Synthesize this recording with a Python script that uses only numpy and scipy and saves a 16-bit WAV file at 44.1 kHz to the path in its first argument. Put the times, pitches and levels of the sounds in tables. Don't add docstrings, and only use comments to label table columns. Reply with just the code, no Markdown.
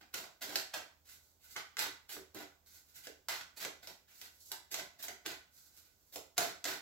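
import sys
import numpy as np
from scipy import signal
from scipy.fft import rfft, irfft, next_fast_len
from scipy.io import wavfile

SR = 44100
rng = np.random.default_rng(int(sys.argv[2]) if len(sys.argv) > 2 else 0)


def wrap_up_sound(samples):
    columns = np.atleast_2d(samples).T
    tamed = np.clip(columns, -1, 1)
    steps = np.round(tamed * 32767).astype(np.int16)
    wavfile.write(sys.argv[1], SR, steps)


N = 300321


def amp(db):
    return 10 ** (np.asarray(db) / 20)


def evened(x):
    return x / np.sqrt(np.mean(x ** 2) + 1e-20)


def read(points, hz):
    f, value = np.transpose(points)
    return np.interp(np.log(hz + 1), np.log(f + 1), value)


def add(mix, s, sound):
    part = mix[max(round(s * SR), 0):][:len(sound)]
    part += sound[:len(part)]


def colour(tone, tilt=0, size=2048):
    hz = abs(np.fft.fftfreq(size, 1 / SR))
    octaves = np.log2(np.maximum(hz, 700) / 3000)
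    log_gain = np.log(amp(read(tone, hz) + tilt * octaves))
    spectrum = np.exp(np.conj(signal.hilbert(log_gain)))
    response = np.fft.ifft(spectrum).real[:size // 2]
    return response / np.linalg.norm(response)


def tinted(x, tone, tilt=0):
    return signal.fftconvolve(x, colour(tone, tilt))[:len(x)]


def pair(z, hz):
    # hz, likeness
    likeness = [(100, 0.34), (350, 0.74), (700, 0.35), (1400, 0.03), (16000, 0.029)]
    same = np.clip(read(likeness, hz), -1, 1)[:, None]
    left = same * z[1] + np.sqrt(1 - same ** 2) * z[0]
    return np.array([left, z[1]])


def air(air_db=-73, hum_db=-77, hum_hz=78):
    # hz, level_db
    air_tone = [(20, -15), (45, 8), (80, 5.5), (130, 0), (300, -4.5), (700, -7), (2000, -19), (7000, -15.5),
                (16000, -14.5)]
    hz, _, z = signal.stft(rng.standard_normal((2, N)), SR, nperseg=4096)
    shaped = pair(z, hz) * amp(read(air_tone, hz))[:, None]
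    wash = signal.istft(shaped, SR, nperseg=4096)[1][:, :N]
    slow = signal.butter(2, 6, fs=SR, output="sos")
    waver = evened(signal.sosfilt(slow, rng.standard_normal((2, N))))
    carrier = np.exp(2j * np.pi * hum_hz * np.arange(N) / SR)
    hum = ((1 + .5 * (waver[0] + 1j * waver[1])) * carrier).real
    return amp(air_db) * evened(wash) + amp(hum_db) * evened(hum)


def friction(count, catches_per_s, spread_db, smooth):
    hiss, sign = rng.standard_normal((2, count))
    size = amp(spread_db * np.minimum(rng.exponential(1, count), 4))
    catches = sign * size * (rng.random(count) < catches_per_s / SR)
    return evened(evened(catches) + smooth * hiss)


def grip(t, step_s, count=300):
    return evened(np.interp(t / step_s, np.arange(count), rng.uniform(-0.9, 1, count)))


def scrapes(touch_s=.011, release_s=0.012, bite_db=7, bite_s=0.0062, grip_db=2.0, grip_s=0.00713):
    # start_s, rise_s, fall_s, level_db, brightness_db_per_octave, flex_db
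    strokes = [ (0.000, 0.001, 0.005, -58.5, -2, -3.5), (0.139, 0.032, 0.085, -46.5, 0, -9),
               (0.419, 0.014, 0.038, -43, .5, -8), (0.474, 0.033, 0.073, -45.5, -.5, -5),
               (0.560, 0.036, .015, -43.5, 0, -25), (0.737, 0.0041, 0.067, -46.5, -2, -7),
               (1.562, 0.0033, 0.013, -38.5, -5, -33), (1.782, 0.019, 0.069, -36.5, -1.5, -17.5),
               (2.095, 0.0055, .025, -45.5, 1.5, -18), (2.124, 0.017, .008, -40.5, 3, -18.5),
               (2.350, 0.053, 0.027, -48.5, -1.5, -3), (3.293, 0.024, 0.074, -40.5, -2, -21.5),
               (3.570, 0.0016, 0.015, -41, 2.5, -19), (3.603, 0.033, 0.015, -41, 0, -13.5),
               (3.830, 0.0027, 0.012, -50, 0.5, -13), (3.874, 0.0053, 0.034, -51.5, 0.5, -7),
               (4.212, 0.0086, 0.047, -50, 1, -19.5), (4.514, 0.0046, 0.022, -51.5, -3, -9),
               (4.715, 0.0066, 0.014, -40, 2, -18), (4.748, 0.041, 0.017, -45, -.5, -8),
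               (4.990, 0.0022, .028, -48.5, 1, -16.5), (5.026, 0.01, 0.0089, -40.5, 4.5, -24),
               (5.084, 0.0045, 0.019, -50, -2.5, -1.5), (5.254, 0.0094, 0.0097, -43, -1.5, -5),
               (5.282, 0.015, 0.033, -46, -1.5, -8.5), (6.125, 0.015, 0.036, -47, 4, -15.5),
               (6.375, 0.028, 0.097, -38.5, -1, -7), (6.650, 0.015, 0.09, -40, -1, -9)]
    # hz, level_db
    scrape_tone = [(100, -39.5), (400, -12), (800, -2), (1150, -4.5), (1500, 1), (2100, 0.5), (2900, -1),
                   (4200, 2), (7000, -3.5), (12000, -0.5), (16000, -9.5)]
    # hz, level_db
    flex_tone = [(40, -31), (90, -10.5), (180, -10), (300, -1.5), (480, 1), (700, 0), (1000, -7.5),
                 (2000, -29)]
    out, t = np.zeros(N), np.arange(SR // 5) / SR - touch_s
    for s, rise, fall, db, tilt, flex_db in strokes:
        times = [-touch_s, 0, rise, rise + fall, rise + fall + release_s]
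        stroke_db = np.interp(t, times, [-23, -5.5, 0, -11.5, -60])
        catch_db = bite_db * np.exp(-abs(t) / bite_s)
        level = amp(db + stroke_db + catch_db + grip_db * grip(t, grip_s))
        rub = level * friction(len(t), catches_per_s=1500, spread_db=4.5, smooth=.55)
        flex = tinted(level * rng.standard_normal(len(t)), flex_tone)
        add(out, s - touch_s, tinted(rub, scrape_tone, tilt) + amp(flex_db) * flex)
    return out


def slaps(snap_s=0.0011, snap_db=23, thud_db=24, straggle_s=0.0021, straggle_db=-6, beam_db=7):
    # start_s, snap_db, brightness_db_per_octave, thud_db, thud_hz
    landings = [ (0.143, -38.5, -.5, -62, 590), (0.241, -51.5, -7, -54.5, 666), (0.5505, -50, -6, -56, 637),
                (0.557, -28, -.5, -38.5, 594), (0.740, -38.5, -2.5, -44, 600), (1.563, -41.5, -6, -56, 600),
                (1.7689, -39.5, -3.5, -72, 930), (1.7915, -32.5, 0, -67, 594), (1.822, -38.5, 12, -59, 590),
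                (1.865, -44.5, -11, -48.5, 384), (2.166, -51.5, -10, -45.5, 355),
                (2.346, -48, 7, -44.5, 294), (2.387, -52, 1, -77, 252), (3.0701, -46, -3.5, -44.5, 430),
                (3.2854, -35, 1.5, -40, 870), (3.322, -47, 3, -50, 663), (3.41, -46.5, -5, -70, 800),
                (3.6493, -37.5, -4, -40, 480), (3.8727, -45.5, -2.5, -55, 610),
                (4.2143, -46, 0.5, -61.5, 510), (4.5167, -35, 3, -49, 720), (4.7428, -34.5, -0.5, -47, 627),
                (4.7955, -43.5, -4.5, -49, 507), (5.039, -48.5, -4.5, -49.5, 750),
                (5.083, -42.5, -1.5, -47.5, 553), (5.2611, -36, -1.5, -44.5, 310),
                (6.1588, -40.5, 0, -40.5, 486), (6.3795, -24.5, 1, -28, 616), (6.642, -36, -1, -53, 567),
                (6.653, -34.5, -2, -43.5, 535), (6.7266, -54, -16, -49, 625)]
    # hz, level_db
    snap_tone = [(30, -23), (130, -12.5), (400, -28), (1000, -10), (1600, -0.5), (2800, -0.5), (4300, 2),
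                 (7000, 1), (12000, -0.5), (16000, -12)]
    around, ahead, t = np.zeros(N), np.zeros(N), np.arange(2048) / SR
    thud_cycles = .76
    fade = np.exp(-t / snap_s)
    for s, db, tilt, low_db, hz in landings:
        edges = rfft(rng.standard_normal(len(t)) * fade)
        edges = evened(irfft(edges / abs(edges)) * np.sqrt(fade))
        stragglers = evened(rng.standard_normal(len(t)) * np.exp(-t / straggle_s))
        snap = tinted(edges + amp(straggle_db) * stragglers, snap_tone, tilt)
        swell_and_decay = t * np.exp(-2 * t * hz / thud_cycles)
        thud = np.diff(np.sin(2 * np.pi * hz * t) * swell_and_decay, prepend=0)
        snap *= amp(db + snap_db) / np.linalg.norm(snap)
        thud *= amp(low_db + thud_db) / np.linalg.norm(thud)
        add(around, s, snap + thud)
        add(ahead, s, amp(beam_db) * snap + thud)
    return around, ahead


def glides(swell_db=14, ease=0.25, hiss_db=2, press_db=0, grip_db=2.0, grip_s=0.0168):
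    # fastest_s, speeding_up_s, slowing_down_s, level_db, pressure_db
    slides = [ (1.122, .085, .05, -53.5, -8), (1.225, .05, .15, -69, -16), (1.44, .05, .08, -59.5, -6.5),
              (1.525, 0.061, 0.071, -55.5, -11.5), (2.736, 0.095, 0.076, -56.5, -10.5),
              (2.90, 0.084, 0.086, -66.5, -10), (2.962, .025, 0.037, -51.5, -8.5),
              (3.045, 0.029, 0.041, -53, -4), (4.082, .012, .09, -68, -0.5), (4.19, .12, .07, -59, -11),
              (4.50, .21, .03, -57.5, -35), (5.575, 0.08, 0.14, -61, -13.5),
              (5.78, 0.092, 0.054, -59.5, -10), (5.845, .02, 0.11, -68, -7), (6.101, 0.25, 0.047, -70, -15)]
    # hz, level_db
    glide_tone = [(300, -12.5), (1500, -24), (3000, -14.5), (4400, -4), (7500, -3.5), (12000, 0),
                  (16000, -9)]
    # hz, level_db
    press_tone = [(100, -11), (300, -31), (650, -6), (1100, -9), (1520, 2.5), (1750, -2.5), (2100, 2),
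                  (2700, 4), (4000, -0.5), (8000, -57.5)]
    out = np.zeros(N)
    for s, rise, fall, db, pressure_db in slides:
        t = np.arange(0, rise + fall, 1 / SR)
        speed = np.interp(t, [0, rise, rise + fall], [0, 1, 0])
        level = amp(db + swell_db * (speed - 1) + grip_db * grip(t, grip_s))
        level = level * np.minimum(speed / ease, 1)
        rub = level * friction(len(t), catches_per_s=900, spread_db=5, smooth=1.1)
        hiss = amp(hiss_db) * tinted(rub, glide_tone)
        add(out, s - rise, hiss + amp(press_db + pressure_db) * tinted(rub, press_tone))
    return out


def claps(ring_db=24):
    # start_s, level_db, pitch_hz, t60_s
    hollows = [(1.5625, -48, 815, 0.03), (2.1680, -55.5, 374, 0.063), (6.3790, -27, 684.4, 0.13),
               (6.6535, -48, 592, 0.023)]
    out, t = np.zeros(N), np.arange(4096) / SR
    for s, db, hz, t60 in hollows:
        hollow = np.diff(np.sin(2 * np.pi * hz * t) * amp(-60 * t / t60), prepend=0)
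        add(out, s, amp(db + ring_db) * hollow / np.linalg.norm(hollow))
    return out


def ring(x, modes):
    out = x
    for hz, width, db in modes:
        b, a = signal.iirpeak(hz, hz / width, SR)
        out = out + amp(db) * signal.lfilter(b, a, x)
    return out


def near(x, direct_db=-9, right_lag_s=.00007, sway_s=0.00016):
    # delay_s, left_gain, right_gain
    echoes = [(.0031, 0.57, 0.58), (.0037, 0.23, 0.13), (.0073, 0.22, 0.36), (.0092, 0.18, 0.19)]
    n, out = np.arange(N), np.zeros((2, N))
    poses = np.linspace(0, N, num=24)
    for delay, left, right in [(0.00022, 0.98, 1)] + echoes:
        path = np.interp(n, poses, rng.standard_normal(len(poses)))
        angle = np.interp(n, poses, rng.standard_normal(len(poses)))
        late = delay + sway_s * path
        for side, gain, lag in [(0, left, late), (1, right, late + right_lag_s * (1 + angle))]:
            source = n - np.round(lag * SR).astype(int)
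            out[side] += gain * x[np.clip(source, 0, N - 1)]
    return amp(direct_db) * out


def wall_tail(build_s=0.0044, count=28000):
    # hz, t60_s
    decay = [(100, 0.37), (400, 0.27), (1000, 0.41), (2000, 0.38), (7000, 0.34), (16000, 0.23)]
    taps = rng.choice([-1., 1.], (2, count)) * (rng.random(count) < 9000 / SR)
    hz, t, z = signal.stft(taps, SR, nperseg=256)
    fading = pair(z, hz) * amp(-60 * t / read(decay, hz)[:, None])
    tail = signal.istft(fading, SR, nperseg=256)[1][:, :count]
    tail *= np.sqrt(1 - np.exp(-np.arange(count) / SR / build_s))
    return tail / np.linalg.norm(tail, axis=1, keepdims=True)


def room(x, tail_db=-2, count=5):
    # pitch_hz, width_hz, level_db
    standing_waves = [(152, 53, 3), (295, 21.5, 3.5), (378.7, 10, 5), (654, 31, -7.5)]
    place = np.arange(N) / SR * 60
    out = np.zeros((2, N))
    for k in range(count):
        distance = np.minimum(abs((place - k) % count - count / 2), 1)
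        share = x * np.cos(np.pi / 2 * distance)
        out += signal.oaconvolve(share[None], wall_tail(), axes=1)[:, :N]
    return amp(tail_db) * ring(out, standing_waves)


def scene():
    # pitch_hz, width_hz, level_db
    deck = [(1487, 100, 3.5), (2020, 143, -3)]
    cards = scrapes() + glides() + claps()
    around, ahead = slaps()
    return near(ring(cards + ahead, deck)) + room(ring(cards + around, deck)) + air()


def record(dry):
    # hz, level_db
    mic_tone = [(20, -5), (7900, 2), (8500, -10.5), (9500, -7.5), (11300, -2), (15800, 4), (16300, -41.5)]
    # hz, left_minus_right_db
    mic_balance = [(60, -4), (300, -4.5), (1500, -3), (5000, -3), (13000, -5.5)]
    size = 2 * next_fast_len(N // 2 + 4096)
    hz = np.fft.rfftfreq(size, 1 / SR)
    sides = np.array([[.5], [-.5]])
    gain = amp(read(mic_tone, hz) + sides * read(mic_balance, hz))
    heard = irfft(rfft(dry, size) * gain)[:, :N]
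    low_pass = signal.firwin(511, 16500, window=("kaiser", 9), fs=SR)
    return signal.oaconvolve(heard, low_pass[None], "same")


dry = scene()
out = record(dry)
wrap_up_sound(out)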